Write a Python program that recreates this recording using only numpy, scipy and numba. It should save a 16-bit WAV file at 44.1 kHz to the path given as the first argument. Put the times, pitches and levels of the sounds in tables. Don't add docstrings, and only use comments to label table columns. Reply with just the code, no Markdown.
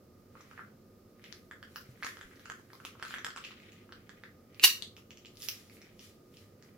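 import sys
import numpy as np
from scipy import signal
from scipy.fft import rfft, irfft, next_fast_len
from scipy.io import wavfile
from scipy.ndimage import uniform_filter1d, minimum_filter1d
from numba import njit

SR = 44100
rng = np.random.default_rng(int(sys.argv[2]) if len(sys.argv) > 2 else 0)


def put_to_file(sound):
    columns = np.atleast_2d(sound).T
    safe = np.clip(columns, -1, 1)
    whole_steps = np.round(safe * 32767)
    wavfile.write(sys.argv[1], SR, whole_steps.astype(np.int16))


N = 298733

TICK_HZ = 11600
SPOTS = 4


def undb(db):
    return 10 ** (np.asarray(db, float) / 20)


def unit(x):
    return x / np.sqrt(np.mean(x ** 2))


def on_log(table, hz):
    points_hz, values = np.array(table).T[:2]
    return np.interp(np.log(np.maximum(hz, 1)), np.log(points_hz), values)


def shape(x, gain):
    n = next_fast_len(x.shape[-1])
    hz = np.arange(n // 2 + 1) * SR / n
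    return irfft(rfft(x, n) * gain(hz), n)[..., :x.shape[-1]]


def resonate(x, hz, width_hz):
    return signal.lfilter(*signal.iirpeak(hz, hz / width_hz, fs=SR), x)


@njit
def sweep(x, g, q):
    y, band, low = np.empty(len(x)), 0., 0.
    for i in range(len(x)):
        v = (band + g[i] * (x[i] - low)) / (1 + g[i] * (g[i] + 1 / q))
        band = 2 * v - band
        low = low + 2 * g[i] * v
        y[i] = v / q
    return y


def fade(t, t60):
    return np.exp(-np.log(1000) * t / t60)


def bout(t, start_s, hold_s, db, rise_db_per_s, fall_db_per_s):
    before_s = np.maximum(start_s - t, 0)
    after_s = np.maximum(t - start_s - hold_s, 0)
    return undb(db - rise_db_per_s * before_s - fall_db_per_s * after_s)


def crackle(rate, scatter_db, size=N):
    lot = rng.random(size) * SR / rate
    sizes = undb(scatter_db * rng.standard_normal(size))
    return unit((lot < 1) * np.sign(lot - .5) * sizes)


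def kitchen():
    # (frequency [Hz], level [dB per Hz])
    air_colour = [(15, -39), (25, -15.5), (39, -5.5), (60, -17), (80, 0), (100, 0.5), (167, -2.5), (219, 0),
                  (305, -4), (400, -5), (491, -4), (840, -21.5), (1100, -33.5), (1430, -47.5)]
    # (frequency [Hz], left-right correlation [0-1])
    likeness = [(30, 0.8), (300, 1), (640, 0.5), (1200, 0)]
    # (frequency [Hz], width [Hz], rms level [dB])
    hum_bands = [(39.54, 1.5, -83.5), (102, 7.2, -69.5), (215.4, 35, -67.5), (357.5, 4.7, -70.5),
                 (1227, 34, -83.5)]
    # (frequency [Hz], level [dB per Hz])
    hiss_colour = [(590, -43.5), (1000, -13), (1240, -0.5), (1390, -12), (3190, -20), (4990, -13.5),
                   (8760, -22), (15200, -14.5), (15900, -19), (16500, -41.5)]
    air_db, hiss_db = -60, -71.5
    whine_hz, whine_db = 1226., -80.
    background_pan_db = -1.3
    sides = np.array([[1], [-1]])

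    def mid_side_gain(f):
        like = np.clip(on_log(likeness, f), 0, 1)
        return undb(on_log(air_colour, f)) * np.sqrt(1 + sides * like)

    mid, side = shape(rng.standard_normal((2, N)), mid_side_gain)
    air = undb(air_db) * unit(mid + sides * side)
    shake = rng.standard_normal(N)
    hum = sum(undb(db) * unit(resonate(shake, hz, width_hz)) for hz, width_hz, db in hum_bands)
    whine = undb(whine_db) * np.sqrt(2) * np.sin(2 * np.pi * whine_hz * np.arange(N) / SR)
    hiss = shape(rng.standard_normal((2, N)), lambda f: undb(on_log(hiss_colour, f)))
    background = air + hum + whine + undb(hiss_db) * unit(hiss)
    return background * undb(sides * background_pan_db / 2)


def thuds():
    # (time [s], frequency [Hz], starting level [dB], t60 [s])
    knocks = [(1.89, 124, -44, 0.16), (2.25, 38.4, -52, 0.21)]
    t = np.arange(N) / SR
    out = np.zeros(N)
    for s, hz, db, t60 in knocks:
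        since = np.maximum(t - s, 0)
        out += undb(db) * np.sin(2 * np.pi * hz * since) * fade(since, t60)
    return out


def walls(x):
    # (frequency [Hz], t60 [s])
    room_t60 = [(700, 0.16), (1500, 0.3), (3000, 0.27), (6000, 0.27), (12000, 0.23)]
    t = np.arange(SR // 2) / SR
    between = [np.sqrt(a[0] * b[0]) for a, b in zip(room_t60, room_t60[1:])]
    edges = [300] + between + [20000]
    noise = rng.standard_normal((3, len(t)))
    noise = 0.19 * noise[0] + 1.8 * noise[1:]
    tail = sum(shape(noise, lambda f: (f >= lo) & (f < hi)) * fade(t, t60)
               for lo, hi, (_, t60) in zip(edges, edges[1:], room_t60))
    steps = np.repeat(rng.standard_normal(len(t) // 64 + 1), 64)[:len(t)]
    clumps = uniform_filter1d(steps, 48)
    build_up = np.clip(t / .004, 0, 1)
    tail = tail * build_up * undb(4.0 * clumps * fade(t, .4))
    tail = tail / np.sqrt(np.sum(tail ** 2) / 2)
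    return signal.fftconvolve(x[None], tail, axes=1)[:, :N]


def rustle():
    # (start of the hold [s], hold [s], level ahead of the mix [dB], brightness [0-1],
    #         pitch of the folds [Hz], sizzle relative to the level [dB])
    bouts = [(0.352, 0.24, -65, 0.37, 1800, -31), (1.228, 0.1, -65.5, 0.12, 2500, -10),
             (1.404, 0.15, -95, 0.8, 2200, -3), (1.7, 0.2, -67.5, 0.62, 2030, -17),
             (2.052, 0.036, -52, 0.5, 1900, -19), (2.238, 0.31, -66, 0.4, 1880, -15),
             (2.703, 0.21, -66.5, 0.46, 2000, -13), (3.08, 0.024, -52, 0.17, 2700, -14),
             (3.424, 0.051, -58.5, 0, 2800, -17), (3.589, .2, -67.5, 0.3, 2400, -30),
             (3.95, 0.31, -73.5, 0.17, 2150, -15), (4.58, 0.044, -56.5, 0.04, 2200, -15),
             (5.119, .1, -75, .15, 2936, -16.5), (5.258, 0.022, -75, .2, 2990, -18),
             (5.424, 0.0197, -56, 1, 3000, 6.5), (5.487, .1, -60.5, 0.8, 2200, -42),
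             (5.722, 0.032, -66, 0.9, 2280, -3.5), (5.843, 0.048, -72, 0.23, 2350, -31),
             (6.014, 0.021, -59, .8, 2700, -35), (6.33, 0.076, -66, 0.68, 2250, -17),
             (6.64, 0.025, -69, .3, 1780, -14)]
    grip_db_per_s, slack_db_per_s = 251, 132
    t = np.arange(N) / SR
    gain = sum(bout(t, s, max(hold_s, 0), db, grip_db_per_s, slack_db_per_s)
               for s, hold_s, db, *_ in bouts)
    s, hold_s, _, *colour = np.transpose(bouts)
    bright, hz, sizzle_db = (np.interp(t, s + hold_s / 2, c) for c in colour)
    bright = np.clip(bright, 0, 1)
    g = np.tan(np.pi * hz / SR)
    folds = crackle(350., 7.0)
    dull = unit(sweep(sweep(folds, g, 1.0), g, 1.0))
    sharp = unit(resonate(crackle(1200., 5.8), 4600., 5700.0))
    sizzle = resonate(resonate(crackle(2000., 4.0), TICK_HZ, 7000.), TICK_HZ, 7000.)
    return gain * ((1 - bright) * dull + bright * sharp + undb(sizzle_db) * unit(sizzle))


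def tear():
    # (frequency [Hz], level [dB per Hz])
    rip_colour = [(180, -69), (300, -37), (730, -23.5), (1290, -21.5), (2210, -13), (2400, -11.5),
                  (2840, -1), (3240, -16), (3900, -6), (5930, -9.5), (7260, -14.5), (14900, -11.5),
                  (16500, -34.5)]
    # (frequency [Hz], level [dB], t60 [s])
    sheet_modes = [(2800, 2, .11), (2880, 2.5, 0.03), (4300, -5, 0.09), (5910, -2.5, .07)]
    # (frequency [Hz], left minus right [dB])
    rip_pan = [(60, 11.5), (110, -7.5), (200, -0.5), (380, -5), (700, -2), (1290, -2), (2380, -7),
               (4400, -2.5), (8120, 9.5), (15000, -3.5)]
    tear_s, hold_s, tear_db = 4.638, .0075, -9.5
    gather_db_per_s, stop_db_per_s = 1399.5, 2201
    give_db, walls_db = 14.5, -4.5
    span = slice(int(tear_s * SR) - SR // 10, int(tear_s * SR) + SR // 2)
    t = np.arange(span.start, span.stop) / SR
    swell = bout(t, tear_s, hold_s, tear_db, gather_db_per_s, stop_db_per_s)
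    rip = swell * crackle(12000., 5.5, size=len(t))
    rip = rip * undb(-give_db * (t < tear_s))
    colour_rms = np.sqrt(np.mean(undb(on_log(rip_colour, np.linspace(0, SR / 2, 999))) ** 2))
    sound = shape(rip, lambda f: undb(on_log(rip_colour, f)) / colour_rms)
    sound = sound + sum(undb(db) * resonate(rip, hz, np.log(1000) / np.pi / t60)
                        for hz, db, t60 in sheet_modes)
    sound = shape(sound, lambda f: 1 / np.sqrt(1 + (280 / np.maximum(f, 1)) ** 4))

    def turn(f):
        octaves = np.clip(np.log2(np.maximum(f, 1) / 4500), 0, 1)
        return np.exp(-1j * (.5 + 1.6 * octaves))

    out = np.zeros((3, N))
    out[0, span] = shape(sound, lambda f: undb(on_log(rip_pan, f) / 2))
    out[1, span] = shape(sound, lambda f: undb(-on_log(rip_pan, f) / 2) * turn(f))
    out[2, span] = sound * undb(walls_db)
    return out[:2], out[2]


def snaps():
    # (time [s], fold peak [dB], pitch of the fold [Hz],
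    #         crack peak [dB], bright tick peak [dB], left minus right [dB])
    creases = [(0.3534, -46.5, 1220, -68, -77, -2), (0.406, -51, 1250, -65, -75, -1),
               (.409, -56, 2300, -44.5, -52, 1.2), (.5123, -45, 1430, -51, -65, -5),
               (0.5779, -39, 1710, -81, -75, -2.5), (.5929, -35.5, 1450, -82, -78, -2.5),
               (1.1954, -57, 1810, -75, -64, -10), (1.2409, -44, 2040, -44.5, -66, -6),
               (1.245, -42.5, 3100, -62, -66, 1), (1.3257, -44, 1760, -34.5, -71, 16),
               (1.512, -36, 1690, -47, -73, -1), (1.628, -39, 1610, -41.5, -54, -2.5),
               (1.7595, -33.5, 1480, -30, -31.5, 0), (1.975, -57, 1600, -70, -67, -7),
               (2.0257, -30.5, 1600, -44, -49, -2), (2.0316, -28, 2140, -32.5, -59, -1),
               (2.047, -31, 1360, -27, -56, -.6), (2.0662, -30.5, 1760, -42, -40, -5),
               (2.1704, -41, 1580, -46, -64, -6), (2.2121, -37, 1680, -40.5, -55, -2.2),
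               (2.312, -50.5, 1620, -70, -74, -4), (2.358, -60, 1590, -48.5, -62, 0),
               (2.3954, -50, 1580, -47, -51, -1.5), (2.4568, -40, 1450, -42.5, -60, -4),
               (2.4996, -30, 1560, -34.5, -51, -4.5), (2.596, -57, 1030, -51, -60, -2),
               (2.7028, -48.5, 1680, -77, -77, -4), (2.7325, -46.5, 1110, -39, -46, -2),
               (2.8013, -45.5, 1420, -59, -70, -8), (2.8506, -40.5, 1240, -45, -34, -1),
               (2.8508, -30.5, 2800, -30.5, -54, -2.5), (2.9524, -50, 1220, -75, -74, -2),
               (2.9976, -43.5, 1390, -48, -75, -4), (3.026, -28, 1600, -33.5, -52, -3),
               (3.0508, -37, 1390, -35, -50, 4), (3.0824, -45, 1490, -35.5, -47, 6),
               (3.1076, -35.5, 1520, -38, -61, -2.2), (3.1402, -28, 1670, -34, -48, -2),
               (3.1616, -36.5, 2260, -53, -66, -13), (3.184, -32.5, 1750, -37.5, -52, 0),
               (3.2464, -26, 1704, -24.5, -65, -1), (3.266, -34, 1410, -56, -58, -10),
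               (3.2824, -55, 1570, -53, -63, -3), (3.3048, -41, 1630, -37.5, -70, -8),
               (3.3621, -34, 1430, -33, -63, 2), (3.3739, -39, 1180, -35, -58, -8),
               (3.4401, -33.5, 2950, -47, -75, 0), (3.4492, -33, 2670, -35.5, -54, 0),
               (3.507, -49, 1270, -66, -71, 0), (3.6013, -48, 2250, -51, -64, 2),
               (3.7209, -48.5, 2630, -43.5, -53, -4), (3.8919, -49.5, 1400, -60, -78, -2.2),
               (3.9232, -39.5, 1540, -40, -55, -1), (4.0935, -42, 1700, -43.5, -69, -10),
               (4.2366, -38, 1800, -50, -72, -3), (4.5458, -54.5, 2840, -51, -66, -14),
               (4.5967, -31, 2720, -33, -46, -12), (4.8231, -25.5, 3980, -27.5, -70, 11.5),
               (4.9665, -41.5, 2850, -45, -48.5, -1.5), (4.9782, -55, 1290, -50, -70, -8),
               (5.107, -38, 2970, -41.5, -47.5, -2.2), (5.1731, -44.5, 3110, -41, -59.5, -4.5),
               (5.1844, -66, 3280, -63, -66, -2.2), (5.2493, -41.5, 2940, -58, -66, -1.5),
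               (5.2579, -42, 2980, -39, -61, 0), (5.3563, -70, 3230, -47, -55, 1),
               (5.3712, -65, 3180, -40, -58, 10), (5.4027, -69, 1230, -40, -58, 6),
               (5.413, -66, 3170, -40, -51, -1.5), (5.4213, -74, 2970, -31, -42, -2),
               (5.4296, -62, 3190, -30.5, -46, 3), (5.461, -56, 2400, -42, -47, -4),
               (5.4864, -27, 2963, -19.5, -20, -9), (5.498, -56, 3340, -38, -45, 4),
               (5.698, -48.5, 2280, -51, -58, -8), (5.7691, -51, 2290, -53.5, -61.5, -3.8),
               (5.8171, -47, 2210, -43.5, -56, -2), (5.825, -47.5, 2300, -54, -66, -1),
               (5.9938, -43.5, 2970, -39.5, -54.5, -1.2), (6.3413, -53.5, 3080, -61, -77, -1.2),
               (6.3702, -51, 2915, -42, -61, -1), (6.625, -54, 1700, -44, -58.5, -4)]
    # (delay [s], level [dB])
    near_echoes = [(.0024, -14.5), (.0065, -17.5), (0.0142, -19), (0.021, -20)]
    fold_cycles, ring_scatter = 7.5, .2
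    crack_centre_hz, crack_scatter = 5135, .05
    walls_db = 0.6
    upper_db, upper_follows = -5.5, 0.51
    upper_db_per_octave = -8
    t = np.arange(768) / SR
    chance = rng.standard_normal((len(creases), len(t)))
    direct, send = np.zeros((2, N)), np.zeros((SPOTS, N))
    for (s, fold_db, hz, crack_db, tick_db, pan_db), grit in zip(creases, chance):
        mode_db = upper_db + upper_follows * min(crack_db - fold_db, 0)
        mode_db = mode_db + upper_db_per_octave * max(np.log2(hz / 1700), 0)
        ring = np.sin(2 * np.pi * hz * t) + undb(mode_db) * np.sin(2 * np.pi * 1.95 * hz * t)
        ring_t60 = fold_cycles / hz * np.exp(ring_scatter * grit[1])
        fold = -ring * (1 - np.exp(-hz * t)) * fade(t, ring_t60)
        jolt = (np.arange(len(t)) == 12) + 0.45 * grit * fade(t, .004)
        crack_hz = crack_centre_hz * (1 + crack_scatter * grit[0])
        crack = resonate(resonate(jolt, crack_hz, .8 * crack_hz), crack_hz, .8 * crack_hz)
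        tick = resonate(resonate(jolt, TICK_HZ, 8300.0), TICK_HZ, 8300.0)
        parts = zip((fold_db, crack_db, tick_db), (fold, crack, tick))
        sound = sum(undb(db) * part / np.abs(part).max() for db, part in parts)
        i = int(s * SR)
        direct[:, i:i + len(t)] += undb(np.array([[pan_db], [-pan_db]]) / 2) * sound
        spot = int(abs(grit[2]) * 1000) % SPOTS
        send[spot, i:i + len(t)] += undb(walls_db) * sound
    echoes = sum(undb(db) * np.roll(direct[::-1], int(s * SR), axis=1) for s, db in near_echoes)
    return direct + echoes, send


def scene():
    # (frequency [Hz], level [dB])
    port_colour = [(300, 12.5), (800, 3.5), (1200, 4), (6000, -0.5), (8800, -2), (12000, 2.5)]
    left_lag = 2
    (snap, snap_send), (rip, rip_send), slide = snaps(), tear(), rustle()
    hands = snap + undb(-15) * slide
    hands = np.array([np.roll(hands[0], left_lag), hands[1]])
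    reflected = walls(rip_send + undb(1.5) * slide) + sum(walls(send) for send in snap_send)
    wrapper = hands + rip + reflected
    return shape(wrapper, lambda f: undb(on_log(port_colour, f))) + thuds() + kitchen()


def record(dry):
    top_hz, ceiling, limit_s = 15900, .85, .002
    low_pass = signal.ellip(12, .1, 90, top_hz, fs=SR, output="sos")
    sound = signal.sosfilt(low_pass, dry)
    k = int(limit_s * SR)
    room = np.minimum(1, ceiling / (np.abs(sound).max(axis=0) + 1e-9))
    gain = uniform_filter1d(minimum_filter1d(room, size=2 * k + 1), size=k)
    return signal.sosfilt(low_pass, sound * gain)


dry = scene()
out = record(dry)
put_to_file(out)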